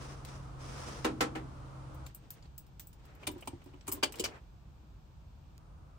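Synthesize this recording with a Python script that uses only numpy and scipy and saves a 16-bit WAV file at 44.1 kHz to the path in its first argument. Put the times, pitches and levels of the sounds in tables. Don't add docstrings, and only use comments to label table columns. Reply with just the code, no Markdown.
import sys
import numpy as np
from scipy import signal
from scipy.fft import rfft, irfft, next_fast_len
from scipy.io import wavfile
from scipy.ndimage import uniform_filter1d, map_coordinates

SR = 44100
rng = np.random.default_rng(int(sys.argv[2]) if len(sys.argv) > 2 else 0)


def output_pcm(signal):
    pcm = np.clip(np.atleast_2d(signal).T, -1, 1) * 32767
    wavfile.write(sys.argv[1], SR, np.round(pcm).astype(np.int16))


N = 263718
TIME = np.arange(N) / SR
AGE = np.arange(SR // 3) / SR

# start in seconds, strength in dB, brightness in dB,
# the struck key's pitch in Hz, its t60 in seconds.
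JINGLES = [(0.249, -44, -13, 8650, 0.019), (1.945, -58.5, 2.5, 13100, .03), (2.0637, -44, -10, 7300, .04),
           (2.147, -45, 3, 8160, 0.12), (2.3045, -39.5, -0.5, 14500, .05), (2.425, -62.5, -16, 4620, .04),
           (2.456, -70, -20, 4440, 0.024), (2.5791, -42.5, 0.5, 15680, 0.089),
           (2.796, -39.5, -4.5, 15500, 0.32), (2.871, -51, 5, 8070, 0.029),
           (2.9296, -55.5, -7.5, 10000, .025), (3.315, -51.5, -1, 14300, .06),
           (3.4083, -52, -4, 8100, 0.075), (3.6591, -62.5, -7, 15100, 0.043),
           (3.81, -61.5, -19, 5650, 0.023), (3.8694, -45.5, -9, 10700, .03),
           (3.9165, -35, -2.5, 10450, .06), (3.923, -31, 5.5, 13360, 0.066),
           (3.933, -39, 1.5, 15400, 0.097), (4.1222, -41, -7, 10400, .04), (4.156, -45.5, -9, 12900, .04),
           (4.186, -45.5, -13, 15400, .035)]
# nominal pitch in Hz, level in dB.
KEY_MODES = [(5152, -11), (6150, -11), (7250, -7), (7950, -3), (8170, -5), (10280, -2), (10600, -6),
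             (12950, -1), (13350, -4), (14250, -5), (15170, -6), (15680, -4)]
# frequency in Hz, gain in dB.
JINGLE_COLOUR = [(200, -22), (1200, -7.5), (4000, -3), (8000, 0), (14000, 3.5), (16000, 5.5)]
JINGLE_T60_S, BUNCH_T60_S = 0.035, 0.082
KEY_SPLIT_HZ = 180
SWING_START_S, SWING_END_S, TICKS_PER_S = 2.15, 3.7, 5.5
TICK_DB, TICK_SPREAD_DB, TICK_BRIGHT_DB = -59.5, 3, -4.5

# start in seconds, strength in dB, wall clack in dB, clink in dB,
# hook's ring in dB, chatter t60 in seconds, panel bump in dB, two pitches of the struck piece in Hz.
CLACKS = [(3.2689, -26, -6, -6, -12, 0.057, -30.5, 3580, 9150),
          (3.4736, -34.5, -6.5, -6.5, -20, 0.038, -36.5, 920, 8320),
          (3.878, -37.5, -1.5, 6, -18, 0.068, -33.5, 1060, 7070),
          (3.917, -42, -4, 1, -17.5, .085, -44, 1100, 14000),
          (4.0273, -25.5, -0.5, -18.5, -14, .042, -33, 1630, 850),
          (4.032, -18.5, -7.5, -8.5, -6, .06, -36, 4660, 3214),
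          (4.1962, -27, -26, -4, -6, 0.053, -35, 423, 7200),
          (4.239, -24, -7.5, -9, -9.5, 0.077, -50, 4800, 5600),
          (4.256, -33.5, 0.5, -11, -11, 0.048, -55, 4200, 6600)]
# pitch in Hz, level in dB, t60 in seconds.
HOOK_MODES = [(596, -6.5, .1), (847, -6, .09), (1118, -8, .11), (1624, -15.5, 0.027), (2060, 3, .085),
              (2260, -2, .08), (2670, -6, .12), (3020, -4.5, .1), (3200, -5, 0.043), (3600, -8, .11),
              (4240, -7.5, .12), (4780, 0, .09), (5200, -5, .085), (6540, -9, .075)]
# frequency in Hz, gain in dB.
CLACK_COLOUR = [(100, -22), (200, 2.5), (380, 10), (620, 9), (1200, 11), (1800, 3), (2900, 0), (3700, -1),
                (4800, 0), (6000, 1.5), (8500, 7.5), (14000, 0.5)]
RING_HZ = [2350, 2940]
KNOCK_DB, SHIMMER_DB = -1.5, -2

# start in seconds, level in dB.
SCRAPES = [(3.229, -50), (3.421, -50), (3.613, -62), (3.733, -59), (4.138, -48)]
# frequency in Hz, level in dB per Hz.
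GRATE_SPECTRUM = [(150, -22.5), (380, 0.5), (1100, 3.5), (1700, -12.5), (2700, -3), (4000, -21),
                  (8500, -23), (14000, -25)]
SCRAPE_ATTACK_S, SCRAPE_HOLD_S, SCRAPE_T60_S = 0.0037, 0.0061, 0.044

# start in seconds, strength in dB, thud in dB, treble in dB,
# rocking t60 in seconds.
BOTTLE = [(1.045, -23, -8, -15, 0.074), (1.2063, -20.5, -12, -12, 0.07), (1.3518, -33, -7.5, -19.5, 0.18)]
# pitch in Hz, level in dB, t60 in seconds.
COUNTER_MODES = [(250, -3, .12), (317, 0, .36), (382, -9, .16), (474, -2, .19), (514, -3, .21),
                 (565, -7, .12), (791, 1.5, .17), (1040, -5, .16), (1322, -2, .14), (1771, -10, .13),
                 (2080, -5, .1), (2240, -10, .11), (2490, -7, .07), (2982, -7, .08)]
# frequency in Hz, gain in dB.
BOTTLE_COLOUR = [(100, -16), (180, 5), (270, 16), (520, 6.5), (1100, 1.5), (2600, -4.5), (5000, 2.5),
                 (9500, -2.5), (14500, -11)]

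# start in seconds, strength in dB.
BUMPS = [(3.293, -35), (3.335, -40.5), (3.359, -38.5), (3.529, -38), (3.659, -44.5), (3.738, -45),
         (3.934, -36), (3.973, -41)]
# nominal pitch in Hz, level in dB, t60 in seconds.
PANEL_MODES = [(93.6, -15, 0.21), (262, -2.5, 0.065), (289.5, -1.5, 0.13), (365.4, -5, 0.15),
               (458, -13.5, 0.027), (575, -11.5, 0.077), (830, -7.5, 0.048), (987, -10.5, 0.08)]
# pitch in Hz, level in dB, t60 in seconds.
WALL_MODES = [(65, -5, 0.27), (100.6, -4, 0.35)]
WALL_DB = -7.5
PANEL_DETUNE = .06
BUMP_LAG_S = 0.00626

# start in seconds, hold in seconds, level in dB.
REACHES = [(-.03, 0.078, -51.5), (.25, 0.0067, -52.5), (.583, 0.14, -50.5), (.792, 0.15, -50.5)]
# frequency in Hz, level in dB per Hz.
CLOTH_SPECTRUM = [(120, -31), (200, 1.5), (380, -6.5), (448, -2), (836, -7), (1160, -3.5), (1840, -11.5),
                  (4120, -17.5), (5940, -19), (10300, -22.5), (11500, -34.5), (13300, -37), (16000, -35)]
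RUSTLE_HZ = [5170, 5860]
# start in seconds, hold in seconds, level in dB.
SLIDES = [(2.06, 0.37, -68.5), (2.97, 0.76, -67.5), (3.19, 0.1, -64.5), (3.86, 0.067, -57),
          (4.13, 0.13, -55.5)]
# frequency in Hz, level in dB per Hz.
SLIDE_SPECTRUM = [(110, -38.5), (180, -0.5), (432, -2.5), (527, -4), (2440, -15), (2820, -14.5),
                  (7140, -25), (9210, -26.5), (10300, -68.5), (14000, -37)]
# start in seconds, hold in seconds, level in dB.
BRUSHES = [(3.05, .17, -65.5), (4.29, 0.049, -55.5)]
# frequency in Hz, level in dB per Hz.
BRUSH_SPECTRUM = [(200, -23), (450, 3), (900, 0), (1500, -2), (2500, -6), (3000, -17), (7000, -48),
                  (14000, -48)]
# start in seconds, peak in dB.
CLICK = (5.5795, -42.5)

# start in seconds, rumble in dB, air in dB, hum in dB,
# whir in dB.
SPOTS = [(0, -50, -88, -47, -55.5), (2.082, -56, -65.5, -62.5, -81), (5.58, -54.5, -70.5, -70, -67)]
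# pitch in Hz, level in dB.
HUM = [(133.5, -4.5), (313, -20)]
# frequency in Hz, level in dB per Hz.
WHIR_SPECTRUM = [(100, -28), (170, -8.5), (290, 0), (400, -8), (520, -4.5), (800, -5.5), (1300, -5),
                 (1750, -19), (3000, -23), (6000, -27.5), (10000, -32.5), (15000, -62)]
# frequency in Hz, level in dB per Hz.
RUMBLE_SPECTRUM = [(15, -32.5), (28, -12.5), (38, -6), (50, -1), (65, -0.5), (85, -4.5), (110, -7.5),
                   (150, -7.5), (190, -18.5), (260, -41), (400, -58.5)]
# frequency in Hz, level in dB per Hz.
AIR_SPECTRUM = [(100, -17), (170, -6.5), (440, -19), (889, -17.5), (959, -18.5), (1600, -27), (2090, -34),
                (2300, -28.5), (4920, -34), (8220, -40), (11600, -70), (14300, -37), (16000, -76)]

# frequency in Hz, t60 in seconds.
CABIN_T60 = [(200, 0.68), (600, 0.26), (2000, 0.18), (8000, 0.16), (15000, 0.086)]
# frequency in Hz, left-right likeness (1 is identical).
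ALIKE = [(30, 1), (100, 0.81), (330, 0.81), (600, 0.13), (1100, 0.047), (5000, 0.15), (14000, 0.27)]
# frequency in Hz, gain in dB.
MICROPHONE = [(10000, 1.5), (10900, 8), (11500, -5), (12100, 4.5), (12800, -2), (15700, -2.5),
              (16500, -23.5)]
# frequency in Hz, gain in dB.
CANCEL = [(9800, -0.5), (10600, -13), (11300, -23), (12000, -12.5), (12900, 4)]
TOP_HZ = 16700


def jingles():
    out = np.zeros((2, N))
    for s, *blow in JINGLES:
        add(out, s, touch(*blow))
    for slot_s in np.arange(SWING_START_S, SWING_END_S, 1 / TICKS_PER_S):
        late, size, choice = rng.random(3)
        key_hz = KEY_MODES[int(choice * len(KEY_MODES))][0]
        tick_db = TICK_DB + TICK_SPREAD_DB * (2 * size - 1)
        add(out, slot_s + late / TICKS_PER_S, touch(tick_db, TICK_BRIGHT_DB, key_hz, JINGLE_T60_S))
    return out * amp([[.2], [-.2]])


def touch(db, bright_db, key_hz, key_t60):
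    pair = [(key_hz, 0, key_t60), (key_hz - KEY_SPLIT_HZ, -2, key_t60 / 2)]
    metal = amp(1) * bunch(BUNCH_T60_S) + amp(-3.5) * ring(pair, scatter_db=0)
    chatter = rattle(JINGLE_T60_S, rise=0.000532, spiky_db=4)
    tick = chatter + metal + amp(-4) * cabin()
    tint = [(4000, -bright_db), (8000, 1.5), (14000, bright_db)]
    return amp(db + 15) * coloured(tick, tinted(JINGLE_COLOUR, tint))


def bunch(t60):
    modes = [(hz * (1 + 0.02 * rng.standard_normal()), db, t60) for hz, db in KEY_MODES]
    return ring(modes, scatter_db=7)


def clacks():
    out = np.zeros((2, N))
    for s, db, clack_db, clink_db, hook_db, t60, _, *piece_hz in CLACKS:
        burst = rattle(t60, rise=0.0037, spiky_db=4) + amp(-12) * cabin()
        blow = resonant(burst, RING_HZ + piece_hz, width_hz=160, boost_db=10)
        metal = amp(hook_db) * ring(HOOK_MODES, scatter_db=2) + amp(-10) * bunch(t60=.08)
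        tint = [(400, KNOCK_DB), (1200, clack_db), (1800, clack_db), (2300, 0), (4800, 0),
                (8000, clink_db), (14000, clink_db + SHIMMER_DB)]
        add(out, s, amp(db + 18.5) * coloured(blow + metal, tinted(CLACK_COLOUR, tint)))
    return out * amp([[.5], [-.5]])


def scrapes():
    slips = rush(GRATE_SPECTRUM) * amp(3.4 * wobble(600))
    grate = unit(resonant(slips, RING_HZ, width_hz=230, boost_db=4.5))
    rows = [(s, SCRAPE_HOLD_S, db) for s, db in SCRAPES]
    return strokes(rows, SCRAPE_ATTACK_S, SCRAPE_T60_S) * grate


def bottle():
    out = np.zeros((2, N))
    for s, db, thud_db, treble_db, t60 in BOTTLE:
        burst = rattle(t60, rise=0.0027, spiky_db=6.5) + cabin()
        tint = [(500, thud_db), (900, 0), (2800, 0), (5000, treble_db)]
        blow = coloured(burst, tinted(BOTTLE_COLOUR, tint))
        body = ring(COUNTER_MODES, scatter_db=2.5) * (1 - np.exp(-AGE / 0.0088))
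        add(out, s, amp(db + 27) * blow + amp(db + 24.5) * body)
    return out


def bumps():
    out = np.zeros((2, N))
    pushes = [(s + BUMP_LAG_S, bump_db) for s, *_, bump_db, _, _ in CLACKS]
    for s, db in BUMPS + pushes:
        shift = 1 + PANEL_DETUNE * rng.uniform(-1.16, 1)
        panel = ring([(hz * shift, level, t60) for hz, level, t60 in PANEL_MODES], scatter_db=3)
        flex = ring(WALL_MODES, scatter_db=2)
        soft_onset = 1 - np.exp(-AGE / 0.0032)
        add(out, s, amp(db + 22.5) * (panel + amp(WALL_DB) * flex) * soft_onset)
    return out


def clothing():
    cloth = unit(resonant(rush(CLOTH_SPECTRUM), RUSTLE_HZ, width_hz=300, boost_db=3))
    crinkle = amp(1.7 * wobble(48.76) + 0.98 * wobble(400))
    return strokes(REACHES, attack_s=.045, release_s=.6) * crinkle * cloth


def sliding():
    slips = amp(2.5 * wobble(40) + wobble(350))
    return strokes(SLIDES, attack_s=0.028, release_s=0.53) * slips * rush(SLIDE_SPECTRUM)


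def brushing():
    return strokes(BRUSHES, attack_s=0.038, release_s=.1) * amp(1.5 * wobble(120)) * rush(BRUSH_SPECTRUM)


def click():
    out = np.zeros((2, N))
    s, peak_db = CLICK
    snap = coloured(rattle(t60=0.004, rise=0.00026, spiky_db=1), [(4000, 0), (14000, -6)])
    add(out, s, amp(peak_db) * snap / np.abs(snap).max())
    return out


def background():
    starts, *levels = np.transpose(SPOTS)
    spot = np.searchsorted(starts[1:], TIME)
    rumble_db, air_db, hum_db, whir_db = uniform_filter1d(np.array(levels)[:, spot], size=800, axis=1)
    hum = np.zeros(N)
    for hz, db in HUM:
        phase = 2 * np.pi * hz * TIME + 0.52 * wobble(3.1)
        hum += amp(db + 0.58 * wobble(6.8)) * np.sin(phase)
    appliance = amp(hum_db) * np.sqrt(2) * hum + amp(whir_db) * rush(WHIR_SPECTRUM)
    return amp(rumble_db) * rush(RUMBLE_SPECTRUM) + amp(air_db) * rush(AIR_SPECTRUM) + appliance


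def ring(modes, scatter_db):
    hz, db, t60 = np.transpose(modes)[:, :, None]
    strength = db + scatter_db * rng.standard_normal(hz.shape)
    phase = rng.uniform(0, 2 * np.pi, hz.shape)
    apart = np.arccos(np.clip(along(ALIKE, hz), -1, 1)) / 2 * rng.choice([-1, 1], hz.shape)
    fade = amp(strength - 60 * AGE / t60)
    angle = 2 * np.pi * hz * AGE + phase
    return packet(np.array([(fade * np.sin(angle + side * apart)).sum(0) for side in (-1, 1)]))


def rattle(t60, rise, spiky_db):
    heights = np.repeat(rng.standard_normal(len(AGE)), 16)[:len(AGE)]
    spikes = rng.standard_normal((2, len(AGE))) * amp(spiky_db * heights)
    decay = amp(-60 * AGE / max(t60, .004))
    return packet(stereo(spikes * decay * (1 - 0.78 * np.exp(-AGE / rise))))


def cabin():
    hz, t, z = signal.stft(rng.standard_normal((2, len(AGE))), SR, nperseg=256)
    decay = amp(-60 * t / along(CABIN_T60, hz)[:, None])
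    tail = signal.istft(z * decay, SR, nperseg=256)[1][:, :len(AGE)]
    return packet(stereo(tail * (1 - np.exp(-AGE / 0.0014))))


def rush(spectrum):
    noise = filtered(rng.standard_normal((2, N)), lambda hz: amp(along(spectrum, hz)))
    return unit(stereo(noise))


def strokes(rows, attack_s, release_s):
    gain = np.zeros(N)
    for s, hold, db in rows:
        rise = np.clip((TIME - s) / attack_s, 0, 1)
        held_until = s + attack_s + hold
        fall = amp(-60 * np.maximum(TIME - held_until, 0) / release_s)
        gain += amp(db) * rise * fall
    return gain


def resonant(x, pitches, width_hz, boost_db):
    def response(f):
        damping = 1j * f * width_hz
        return 1 + amp(boost_db) * sum(damping / (c * c - f * f + damping) for c in pitches)
    return filtered(x, response)


def tinted(colour, tint):
    return [(hz, db + along(tint, hz)) for hz, db in colour]


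def coloured(x, points):
    m = 2 * x.shape[-1]
    cepstrum = irfft(np.log(amp(along(points, np.fft.rfftfreq(m, 1 / SR)))), m)
    fold = 1 + np.sign(m // 2 - np.arange(m))
    fold[0] = 1
    return irfft(rfft(x, m) * np.exp(rfft(cepstrum * fold)), m)[..., :m // 2]


def filtered(x, response):
    m = next_fast_len(x.shape[-1] + 8192)
    return irfft(rfft(x, m) * response(np.fft.rfftfreq(m, 1 / SR)), m)[..., :x.shape[-1]]


def stereo(pair):
    def spread(hz):
        turn = np.arccos(np.clip(along(ALIKE, hz), -1, 1)) / 2
        return np.array([np.cos(turn), np.sin(turn)])
    mid, side = filtered(pair, spread)
    return np.array([mid + side, mid - side])


def wobble(rate):
    return map_coordinates(rng.standard_normal(int(N * rate / SR) + 4), [TIME * rate])


def along(points, hz):
    f, v = np.transpose(points)
    return np.interp(np.log(hz + 1), np.log(f + 1), v)


def amp(db):
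    return 10 ** (np.asarray(db) / 20)


def unit(x):
    return x / np.sqrt(np.mean(x ** 2) + 1e-20)


def packet(x):
    return unit(x) / np.sqrt(x.shape[-1])


def add(out, s, x):
    part = out[:, max(round(s * SR), 0):][:, :x.shape[-1]]
    part += x[:, :part.shape[-1]]


def scene():
    keys = jingles() + clacks() + scrapes()
    contacts = bottle() + bumps() + click()
    rubbing = clothing() + sliding() + brushing()
    return keys + contacts + rubbing + background()


def record(dry):
    left, right = coloured(dry, MICROPHONE)
    mid = coloured((left + right) / 2, CANCEL)
    side = (left - right) / 2
    return filtered(np.array([mid + side, mid - side]), lambda hz: hz < TOP_HZ)


dry = scene()
out = record(dry)
output_pcm(out)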